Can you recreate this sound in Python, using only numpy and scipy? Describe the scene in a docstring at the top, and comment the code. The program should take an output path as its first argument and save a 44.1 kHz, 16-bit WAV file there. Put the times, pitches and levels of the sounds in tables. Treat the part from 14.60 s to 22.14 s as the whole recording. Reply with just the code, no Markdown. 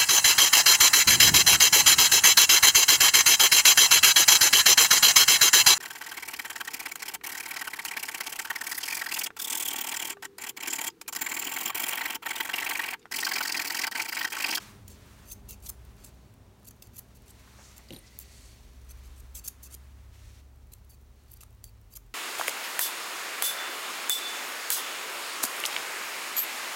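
"""Small room, rubber-topped table: steel grooming scissors trim a small dog's face over ventilation hum.
Blades: stick-slip noise through resonances, scraping open, shearing shut; damped bursts click at the stops.
Midway a steel tool knocks and jingles on the table: noise bursts plus decaying steel and table modes.
Sleeve and coat rustle, hand pats: shaped noise. Ventilation: wavering tones, low rumble, faint hiss."""
import sys
import numpy as np
from scipy import signal
from scipy.fft import rfft, irfft, next_fast_len
from scipy.io import wavfile
from scipy.ndimage import map_coordinates

SR = 44100
rng = np.random.default_rng(int(sys.argv[2]) if len(sys.argv) > 2 else 0)


def dump_mix(stems):
    """Bounce the given channels to the path in sys.argv[1] as a 16-bit WAV at rate SR."""
    frames = np.atleast_2d(stems).T  # one column per channel
    limited = np.clip(frames, -1, 1)  # hard clip at full scale
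    pcm = np.round(limited * 32767).astype(np.int16)
    wavfile.write(sys.argv[1], SR, pcm)


N = 332514


def amp(db):
    """dB to amplitude ratio."""
    return 10 ** (np.asarray(db) / 20)


def unit(x):
    """Scale to rms 1."""
    return x / np.sqrt(np.mean(x ** 2) + 1e-20)


def white(size=N):
    """White noise, rms near 1."""
    return rng.standard_normal(size)


def along(points, hz):
    """Interpolate (Hz, value) points on a log frequency axis."""
    f, v = np.transpose(points)
    return np.interp(np.log(hz + 1), np.log(f + 1), v)


def curve(rows):
    """Interpolate (s, value) rows to one value per sample."""
    s, values = np.transpose(rows)
    return np.interp(np.arange(N) / SR, s, values)


def wobble(rate_hz, size=N):
    """Smooth random curve, rate_hz knots per second."""
    knots = rng.standard_normal(int(size * rate_hz / SR) + 4)
    return map_coordinates(knots, [np.arange(size) * rate_hz / SR])


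def filtered(x, response):
    """Multiply the spectrum of x by response(Hz)."""
    m = next_fast_len(len(x) + 8192)
    return irfft(rfft(x, m) * response(np.fft.rfftfreq(m, 1 / SR)), m)[:len(x)]


def coloured(x, spectrum):
    """Shape x with a (Hz, dB) spectrum, rms 1."""
    return unit(filtered(x, lambda hz: amp(along(spectrum, hz))))


def tilted(spectrum, slope_db_per_oct):
    """Add a constant slope to a (Hz, dB) spectrum."""
    return [(hz, db + slope_db_per_oct * np.log2(hz)) for hz, db in spectrum]


def narrow(hz, width_hz, size):
    """Narrow noise of rms 1 around a pitch that may move."""
    phase = 2 * np.pi * np.cumsum(hz * np.ones(size)) / SR
    return unit(wobble(width_hz, size) * np.sin(phase) + wobble(width_hz, size) * np.cos(phase))


def tone(hz, rms_db):
    """Sine of a moving pitch and rms level."""
    return np.sqrt(2) * amp(rms_db) * np.sin(2 * np.pi * np.cumsum(hz) / SR)


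def swells(rows, rest_db):
    """Gain that rises, holds and falls for each row; powers add to a resting level."""
    t = np.arange(N) / SR
    power = amp(rest_db) ** 2
    for start, end, db, fade in rows:
        outside = np.maximum(np.maximum(start - t, t - end), 0)
        power = power + (amp(db) * np.exp(-outside / fade)) ** 2
    return np.sqrt(power)


def add(track, s, sound):
    """Mix a sound into the track at time s."""
    part = track[max(round(s * SR), 0):][:len(sound)]
    part += sound[:len(part)]


# decay of the room by band: f/Hz, t60/s
ROOM_T60 = [(200, 0.64), (2000, 0.34), (8000, 0.22), (15000, 0.18)]


def room(x):
    """Short diffuse tail, 4 ms late, the treble dying first."""
    hz, t, z = signal.stft(white(SR // 2), SR, nperseg=256)
    decay = amp(-60 * t / along(ROOM_T60, hz)[:, None])
    tail = signal.istft(z * decay, SR, nperseg=256)[1]
    return signal.fftconvolve(x, np.pad(tail, (SR // 250, 0)) / np.linalg.norm(tail))[:N]


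# duct rumble, lowest air rumble and hiss spectra: f/Hz, relative density/dB
RUMBLE = [(30, -35), (60, -12.5), (110, 0), (150, -10), (200, -9.5), (260, -10), (320, -15.5), (400, -14),
          (470, -19.5), (700, -20.5), (1000, -24), (1600, -55)]
DEEP = [(20, -38), (35, -9), (46, 7), (54, 0), (70, -7.5), (110, -46)]
AIR = [(240, -23), (400, -10), (665, -7.5), (1140, -7), (1950, -13.5), (3840, -23.5), (4410, -40),
       (5220, -45), (10300, -52), (15800, -14.5)]
# swells of the lowest rumble: start t/s, end t/s, level/dB, fade/s
BOOM = [(.62, 1.4, -58, .15), (3.9, 4.8, -55, .2), (5.5, 7.5, -57, 0.24)]
BOOM_REST_DB = -62.5
DUCT_DB, DUCT_FADE_DB_PER_S = -55.5, 1.22
HISS_DB = -70.5


def airflow():
    """Moving air as shaped noise: easing duct rumble, swelling lowest rumble, steady hiss."""
    t = np.arange(N) / SR
    duct = amp(DUCT_DB - DUCT_FADE_DB_PER_S * t) * coloured(white(), RUMBLE)
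    boom = swells(BOOM, BOOM_REST_DB) * coloured(white(), DEEP)
    return duct + boom + amp(HISS_DB) * coloured(white(), AIR)


# faint motor tones: f/Hz, level at start/dB, level at end/dB
WHINE = [(117.4, -66, -68), (204.2, -62.5, -85), (403, -73, -87.5), (620, -78.5, -89)]


def motor_whine():
    """Fading tones, each with small random drift in pitch and level."""
    out = np.zeros(N)
    for hz, first_db, last_db in WHINE:
        pitch_hz = hz + 1.53 * wobble(6)
        level_db = np.linspace(first_db, last_db, N) + 1.8 * wobble(4.4)
        out += tone(pitch_hz, level_db)
    return out


# hum pitch: t/s, f/Hz
FAN_PITCH = [(0.25, 69.2), (0.45, 69.1), (0.71, 62.76), (1.92, 62.67), (2.12, 66.0), (3.54, 62.45),
             (3.61, 65.3), (4.79, 65.06), (5.25, 67.7), (7.4, 69.2)]
# hum level: t/s, level/dB
FAN_LEVEL = [(0.0, -83), (0.33, -52), (0.38, -59.5), (1.28, -49.5), (1.36, -62), (1.6, -53), (1.72, -64.5),
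             (3.38, -56), (3.42, -62), (3.65, -52), (3.95, -58.5), (4.24, -49.5), (4.77, -47.5),
             (4.85, -71), (4.89, -57), (5.17, -49.5), (7.27, -61), (7.54, -77)]
# drone swells: start t/s, end t/s, level/dB, fade/s
DRONE = [(.2, .38, -55, .08), (.55, 1.2, -62, 0.13), (1.85, 2.1, -64, .1), (5.48, 5.7, -56, .15),
         (6.1, 6.35, -63, .1), (6.9, 7.2, -58.5, 0.13)]
DRONE_HZ, DRONE_RISE_HZ_PER_S, DRONE_REST_DB = 92, 1.6, -71.5


def fan_hum():
    """Low sine wavering in pitch and level, plus a weaker, higher drone creeping up."""
    drone_hz = DRONE_HZ + DRONE_RISE_HZ_PER_S * np.arange(N) / SR
    drone = swells(DRONE, DRONE_REST_DB) * tone(drone_hz, 0)
    return tone(curve(FAN_PITCH), curve(FAN_LEVEL)) + drone


def fibres(grain_db):
    """Rubbing fibres: noise with fine random grain and slower unevenness."""
    return white() * amp(grain_db * wobble(1500) + 0.8 * wobble(45))


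# cloth spectrum: f/Hz, relative density/dB
CLOTH = [(240, -35), (400, -11), (459, -9.5), (615, -2), (675, -10.5), (991, -8), (1600, -7), (1980, -3),
         (3450, -5.5), (4410, -3.5), (4910, -8.5), (5550, -4.5), (9080, -11), (15100, -16), (15800, -22)]
# sleeve passes as the arm moves: start t/s, end t/s, level/dB, fade/s
SLEEVE = [(0, .02, -50, 0.058), (.3, .45, -65, 0.063), (1.45, 1.65, -72, 0.076), (2.9, 3.65, -62.5, 0.35),
          (3.7, 3.93, -61, 0.27), (4.38, 4.54, -65.5, 0.17), (5.54, 5.8, -62.5, .025),
          (6.6, 6.8, -72, 0.065)]
SLEEVE_REST_DB = -74


def sleeve_rustle():
    """Cloth rubs softly, swelling with each arm movement."""
    return swells(SLEEVE, SLEEVE_REST_DB) * coloured(fibres(grain_db=1.0), CLOTH)


# fur spectrum: f/Hz, relative density/dB
BRUSH = [(180, -34), (300, -2), (735, -33), (812, -2), (1270, 0), (1550, -2), (5030, -10), (5940, -9.5),
         (15800, -16.5)]
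# hand strokes on the coat: start t/s, end t/s, level/dB, fade/s
HAND = [(0, .09, -53.5, 0.09), (.5, .6, -59, 0.2), (1.1, 1.48, -65, 0.29), (2.1, 2.6, -69.5, 0.6),
        (2.85, 3.12, -61.5, 0.17), (4.3, 5.4, -65.5, .2)]
HAND_REST_DB = -78


def coat_strokes():
    """Hand on fur: finer-grained noise that swells with each stroke."""
    return swells(HAND, HAND_REST_DB) * coloured(fibres(grain_db=0.6), BRUSH)


# sliding cloth: start t/s, end t/s, start f/Hz, end f/Hz, nominal width/Hz, level/dB
SWISHES = [(2.954, 3.156, 6360, 6330, 4030, -57.5), (2.951, 3.951, 2110, 1890, 220, -70.5),
           (3.451, 4.048, 4520, 4480, 605, -66.5), (3.457, 3.493, 5800, 4900, 3400, -57.5),
           (3.619, 3.976, 7455, 7530, 6030, -60)]


def sleeve_swishes():
    """Sliding cloth: gliding noise bands, broken up as the weave catches and lets go."""
    out = np.zeros(N)
    for start, end, from_hz, to_hz, width_hz, db in SWISHES:
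        n = max(int((end - start) * SR), SR // 100)
        pitch_hz = np.linspace(from_hz, to_hz, n)
        band = sum(narrow(pitch_hz, width_hz * spread, n) for spread in (.5, 1, 2))  # soft skirts
        catches = amp(1.7 * wobble(160, n))
        add(out, start, amp(db) * np.sqrt(np.hanning(n)) * unit(band * catches))
    return out


# pat spectrum: f/Hz, relative density/dB
PAT = [(150, -10), (500, 2), (1100, 2), (2000, -3), (4000, -20), (12000, -33)]
# hand pats on the table: t/s, relative level/dB
PATS = [(2.872, -58), (2.987, -54), (3.008, -58), (3.188, -56.5)]


def pats():
    """Hand on rubber: dull noise bursts with soft onset and fast decay."""
    out, t = np.zeros(N), np.arange(SR // 8) / SR
    for s, db in PATS:
        envelope = amp(db + 5.5 - 60 * t / 0.071) * (1 - np.exp(-t / 0.0017))
        add(out, s, envelope * coloured(white(len(t)), PAT))
    return out


def struck(modes, t):
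    """Decaying sines; each blow draws new strengths and phases."""
    out = np.zeros(len(t))
    for hz, db, t60 in modes:
        level_db = db + rng.normal(0, 1.5)
        out += amp(level_db - 60 * t / t60) * np.sin(2 * np.pi * hz * t + rng.uniform(0, 2 * np.pi))
    return out


# steel tool modes, table modes: f/Hz, relative level/dB, t60/s
TOOL = [(7270, -22, .08), (9290, -12, .15), (11690, -11, .1), (11830, -15, .1), (13980, -20, .07)]
TABLE = [(116, 0, .17), (165, -2, .11), (238, 0, .13), (339, -1, .13), (530, -8, .07)]
# rubber-topped table thud spectrum: f/Hz, relative density/dB
THUD = [(60, -16), (110, 0), (230, 0), (400, -5), (600, -10), (850, -12), (1100, -26), (2500, -40)]
# tool contacts: t/s, clack, ring and thud relative levels/dB, clack f/Hz
KNOCKS = [(3.2867, -41, -54, -62, 4600), (3.306, -34.5, -56, -37.5, 3280), (3.325, -36.5, -48, -41, 4180),
          (3.3332, -36, -41, -45, 3300), (3.346, -38, -44, -54, 4360), (3.363, -38, -43, -45, 4020)]


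def tool():
    """Steel tool rattles on the table: each contact clacks at its own pitch, rings steel, thumps table."""
    out, t = np.zeros(N), np.arange(SR // 3) / SR
    n = len(t)
    for s, db, ring_db, thud_db, clack_hz in KNOCKS:
        crack = 0.49 * amp(-60 * t / 0.031) * coloured(white(n), CLOTH)
        clack = 1.1 * amp(-60 * t / 0.02) * narrow(clack_hz, 1040, n)
        jingle = struck(TOOL, t) * amp(3.8 * wobble(110, n))  # loose contact breaks up the ring
        add(out, s, amp(db - 7.5) * (crack + clack) + amp(ring_db) * jingle)
        thump = amp(-60 * t / 0.098) * coloured(white(n), THUD) + 0.71 * struck(TABLE, t)
        add(out, s, amp(thud_db - 3.5) * thump * (1 - np.exp(-t / 0.0014)))
    return out


# steel snap spectrum: f/Hz, relative density/dB
SNAP = [(300, -28), (1500, -29.5), (3000, -10), (6000, -5.5), (8500, -0.5), (12000, 0.5), (15500, 0.5)]


def hair_ticks(count=60, level_db=-62, spread_db=7):
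    """Stray hairs flick the steel: faint short bursts at random times."""
    out, t = np.zeros(N), np.arange(SR // 100) / SR
    for when, size in rng.uniform(0, 1, (count, 2)):
        tick = coloured(white(len(t)), SNAP) * amp(-60 * t / 0.016)
        add(out, when * N / SR, amp(level_db + spread_db * size) * tick)
    return out


# blade resonances: f/Hz, width/Hz, relative level/dB
BLADES = [(2675, 106, 7.5), (4060, 89, -24), (4450, 78, 2), (5800, 69, -8), (6340, 120, 8), (7200, 300, 5),
          (8400, 170, 5), (9120, 110, 0), (9300, 180, -15), (11130, 420, -0.5), (12650, 670, -1),
          (14600, 310, -28), (15100, 190, -5)]


def blade_ring(x, scatter_db=3):
    """Parallel blade resonances; each contact feeds them differently."""
    gains = amp(rng.normal(0, scatter_db, len(BLADES)))

    def response(f):
        total = 0
        for gain, (centre, width, db) in zip(gains, BLADES):
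            damping = 1j * f * width
            total = total + gain * amp(db) * damping / (centre * centre - f * f + damping)
        return total
    return filtered(x, response)


def blade_echoes(x, travel, glide):
    """Bending waves bounce between crossing point and tip: a comb that slides with the stroke."""
    reflection = .55
    round_trip = rng.uniform(.0007, .0013) * SR * (1 - glide * (travel - .5))  # samples
    at = np.arange(len(x))
    return unit(sum((-reflection) ** k * map_coordinates(x, [at - k * round_trip]) for k in range(5)))


# finger-ring bumper spectrum: f/Hz, relative density/dB
BUMP = [(200, -16), (600, -8), (1100, 9), (1900, -3), (3000, 0), (6000, -21), (14000, -28)]
# finger rings meet on rubber: t/s, relative level/dB
BUMPER = [(1.097, -42.5), (2.11, -51), (2.391, -46), (4.883, -46), (6.136, -66), (6.832, -46), (7.372, -46)]


def bumper():
    """Finger rings meet on their rubber bumper: dull, short noise taps."""
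    out, t = np.zeros(N), np.arange(SR // 10) / SR
    for s, db in BUMPER:
        envelope = amp(db - 3.5 - 60 * t / 0.026) * (1 - np.exp(-t / 0.001))
        add(out, s, envelope * coloured(white(len(t)), BUMP))
    return out


# blades break free, catch or meet their stops: t/s, peak level/dB, brightness/(dB/octave), t60/s
CLICKS = [(.279, -30.5, -1, 0.028), (0.8903, -28.5, 0, 0.011), (0.908, -25.5, 1, 0.008),
          (1.0993, -18.5, 1.5, .009), (1.25, -47, -2, 0.011), (1.446, -34, -0.5, 0.021),
          (2.2226, -33.5, -4, 0.028), (2.271, -43, -4, .012), (2.3908, -28, 2, 0.011),
          (3.18, -33, -2, .006), (3.589, -20.5, 5.5, 0.0079), (3.5993, -34, 2, .006), (3.612, -39, 2, .008),
          (4.753, -29, -3.5, .006), (4.8805, -19.5, 3, .025), (5.0325, -31, 2, .012), (5.142, -34, 5, .02),
          (6.1366, -32.5, 0, 0.0069), (6.7391, -33, 9, 0.007), (6.834, -37, -3.5, 0.013),
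          (6.928, -50, 11, .006), (7.041, -26.5, -3, 0.011)]


def clicks(ring_db=-10):
    """Sharp steel contact, quickly damped by the fingers, with blade echoes and ring."""
    out, t = np.zeros(N), np.arange(SR // 10) / SR
    for s, db, tilt_db, t60 in CLICKS:
        envelope = amp(-60 * t / t60) * (1 - np.exp(-t / 0.0002))
        crack = coloured(white(len(t)), tilted(SNAP, tilt_db)) * envelope
        click = blade_echoes(crack, travel=0, glide=0) + amp(ring_db) * unit(blade_ring(crack))
        add(out, s, amp(db) * click / np.abs(click).max())
    return out


LEAD_S = .01  # room for a stroke's soft start
BRIGHTENING_DB_PER_OCT = 2.8  # gained as the cut runs from pivot to tips
WIDE_HZ, WIDE_DB = 4600, -10.5  # mode that sings while the blades stand wide apart
BEND_OPEN_HZ, BEND_SHUT_HZ, BEND_DB = 2550, 5610, -17  # bending mode, rises as the crossing nears the tips


def stroke(length, from_db, to_db, tilt_db, sing_hz, spectrum, opening, glide, sing_db, ring_db,
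           grain_db, chatter_db, edge):
    """Edge rubs on edge: tiny slips ring the blades, brighter towards the tips; a few modes sing."""
    length = max(length, .003)
    t = np.arange(int((length + 5 * LEAD_S) * SR)) / SR - LEAD_S
    n = len(t)
    travel = np.clip(t / length, 0, 1)
    shut = 1 - travel if opening else travel
    outside = np.maximum(np.maximum(-t, t - length), 0)
    force = amp(from_db + (to_db - from_db) * travel) * np.exp(-outside / edge)

    slips = white(n) * amp(grain_db * wobble(2500, n) + chatter_db * wobble(272, n))
    at_pivot = coloured(slips, tilted(spectrum, tilt_db - BRIGHTENING_DB_PER_OCT / 2))
    at_tips = coloured(slips, tilted(spectrum, tilt_db + BRIGHTENING_DB_PER_OCT / 2))
    friction = force * blade_echoes((1 - shut) * at_pivot + shut * at_tips, travel, glide)
    ring = np.std(friction) * unit(blade_ring(friction))
    body = (friction + amp(ring_db) * ring) / np.hypot(1, amp(ring_db))

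    song = amp(sing_db) * narrow(sing_hz * (1 + glide * (travel - .5) / 4), 323, n)
    song += amp(WIDE_DB) * (1 - shut) ** 2 * narrow(WIDE_HZ, 250, n)
    bend_hz = BEND_OPEN_HZ + (BEND_SHUT_HZ - BEND_OPEN_HZ) * shut ** 3
    song += amp(BEND_DB) * narrow(bend_hz, 449.6, n) * amp(3.7 * wobble(152, n))
    return (body + force * song) / np.hypot(1, amp(sing_db))


# opening and closing friction spectra: f/Hz, relative density/dB
SCRAPE = [(400, -17), (1500, -18), (2800, -13), (6000, 2), (8000, 3), (12000, 6), (15500, 8.5)]
SHEAR = [(400, -11), (1500, -11.5), (3000, -7), (6000, 0), (9000, 0), (12500, 3), (15500, -1)]
# opening: t/s, length/s, initial level/dB, brightness/(dB/octave), singing f/Hz, singing level/dB
OPENING = [(0.299, 0.058, -52.5, -7, 7440, -9), (.89, .056, -43.5, -4.5, 2680, -15),
           (1.443, 0.053, -52.5, -6, 7830, -11), (2.224, 0.056, -57.5, -3.5, 4530, -9),
           (2.551, 0.022, -58.5, -4, 7540, -18), (3.599, 0.032, -48.5, -1.5, 7360, -8),
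           (4.752, 0.045, -39.5, -2.5, 7600, -6), (5.031, .044, -46, -3.5, 6100, -10),
           (6.298, 0.053, -55.5, -1, 4560, -9), (7.041, 0.055, -54, 3, 4630, -5)]
# closing: start t/s, end t/s, final level/dB, swell/dB, brightness/(dB/octave), singing f/Hz, singing level/dB
CLOSING = [(.655, 0.735, -39.5, 24, 2.5, 6230, -5), (1.024, 1.097, -35.5, 25, 0.5, 12500, -11),
           (1.381, 1.447, -61, 5, -5, 4650, -11), (2.047, 2.088, -45.5, 13, .5, 12300, -8),
           (2.336, 2.394, -40, 24, 0, 12200, -4), (2.667, 2.714, -55.5, 7, -1.5, 7640, -8),
           (3.165, 3.188, -57, -2, 0, 7500, -5), (4.291, 4.32, -49.5, 6, -1.5, 6100, -6),
           (4.437, 4.477, -62, 0.5, -3.5, 7440, -14), (4.559, 4.606, -51.5, 17, -.3, 8220, -6),
           (4.841, 4.886, -35.5, 14, 1, 6300, -7), (5.103, 5.15, -44.5, 15, -2, 9040, -9),
           (6.12, 6.137, -52, 5, 3, 4070, -9), (6.681, 6.773, -56.5, 14, 1, 4600, -9),
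           (7.305, 7.373, -40.5, 26, .5, 12700, -8)]
# thick hair holds up the stroke: t/s, length/s
STALLS = [(0.735, 0.0018), (1.082, 0.0084), (2.062, 0.0072), (2.375, 0.0089), (4.299, 0.0031),
          (4.594, 0.0046), (4.874, 0.0038), (6.131, .004), (6.75, 0.018), (7.346, 0.014)]
# edges bite through a tuft: t/s, length/s, level/dB, brightness/(dB/octave), singing f/Hz
BITES = [(.716, .008, -42, 3, 6230), (1.062, .009, -44, 0, 4050), (2.109, .005, -52.5, 0, 6230),
         (2.366, 0.0059, -49, 3, 6250), (6.715, .007, -52, 11, 12800), (6.734, 0.0055, -50.5, 9, 12600),
         (6.808, 0.0076, -50, 0, 2730), (6.818, 0.013, -55, 0, 6300), (7.3365, .004, -49.5, 6, 4750)]
FADE_DB_PER_S = 175  # opening scrape dies away as the blades part
STALL_DB = -19


def snips():
    """Opening scrapes ring and fade; closing shears mostly swell, stall in thick hair, bite through tufts."""
    out, t = np.zeros(N), np.arange(N) / SR
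    for s, length, db, tilt_db, hz, sing_db in OPENING:
        add(out, s - LEAD_S, stroke(
            length, db, db - FADE_DB_PER_S * length, tilt_db, hz, SCRAPE, opening=True, glide=-0.146,
            sing_db=sing_db, ring_db=-7, grain_db=3, chatter_db=1.2, edge=.003))
    for start, end, db, swell_db, tilt_db, hz, sing_db in CLOSING:
        add(out, start - LEAD_S, stroke(
            end - start, db - swell_db, db, tilt_db, hz, SHEAR, opening=False, glide=0.121,
            sing_db=sing_db, ring_db=-9.0, grain_db=5.0, chatter_db=1.7, edge=0.0021))
    stalled = sum(np.exp(-(2 * (t - s) / length) ** 2) for s, length in STALLS)
    out *= amp(STALL_DB * stalled)
    for s, length, db, tilt_db, hz in BITES:
        add(out, s - LEAD_S, stroke(
            length, db, db, tilt_db, hz, SHEAR, opening=False, glide=0.124,
            sing_db=-6.5, ring_db=-5.0, grain_db=5.0, chatter_db=0.0, edge=0.0012))
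    return out


def scene():
    """Scissors, table and handling are close and excite the room; rustle and ventilation stay dry."""
    background = airflow() + motor_whine() + fan_hum()
    rustle = sleeve_rustle() + coat_strokes()
    near = sleeve_swishes() + pats() + tool() + hair_ticks() + bumper() + clicks() + snips()
    return (background + rustle + near + amp(-16.5) * room(near))[None]


TOP_HZ = 16000


def record(dry):
    """Band limit: nothing passes from TOP_HZ up."""
    return np.array([filtered(channel, lambda hz: hz < TOP_HZ) for channel in dry])


dry = scene()
out = record(dry)
dump_mix(out)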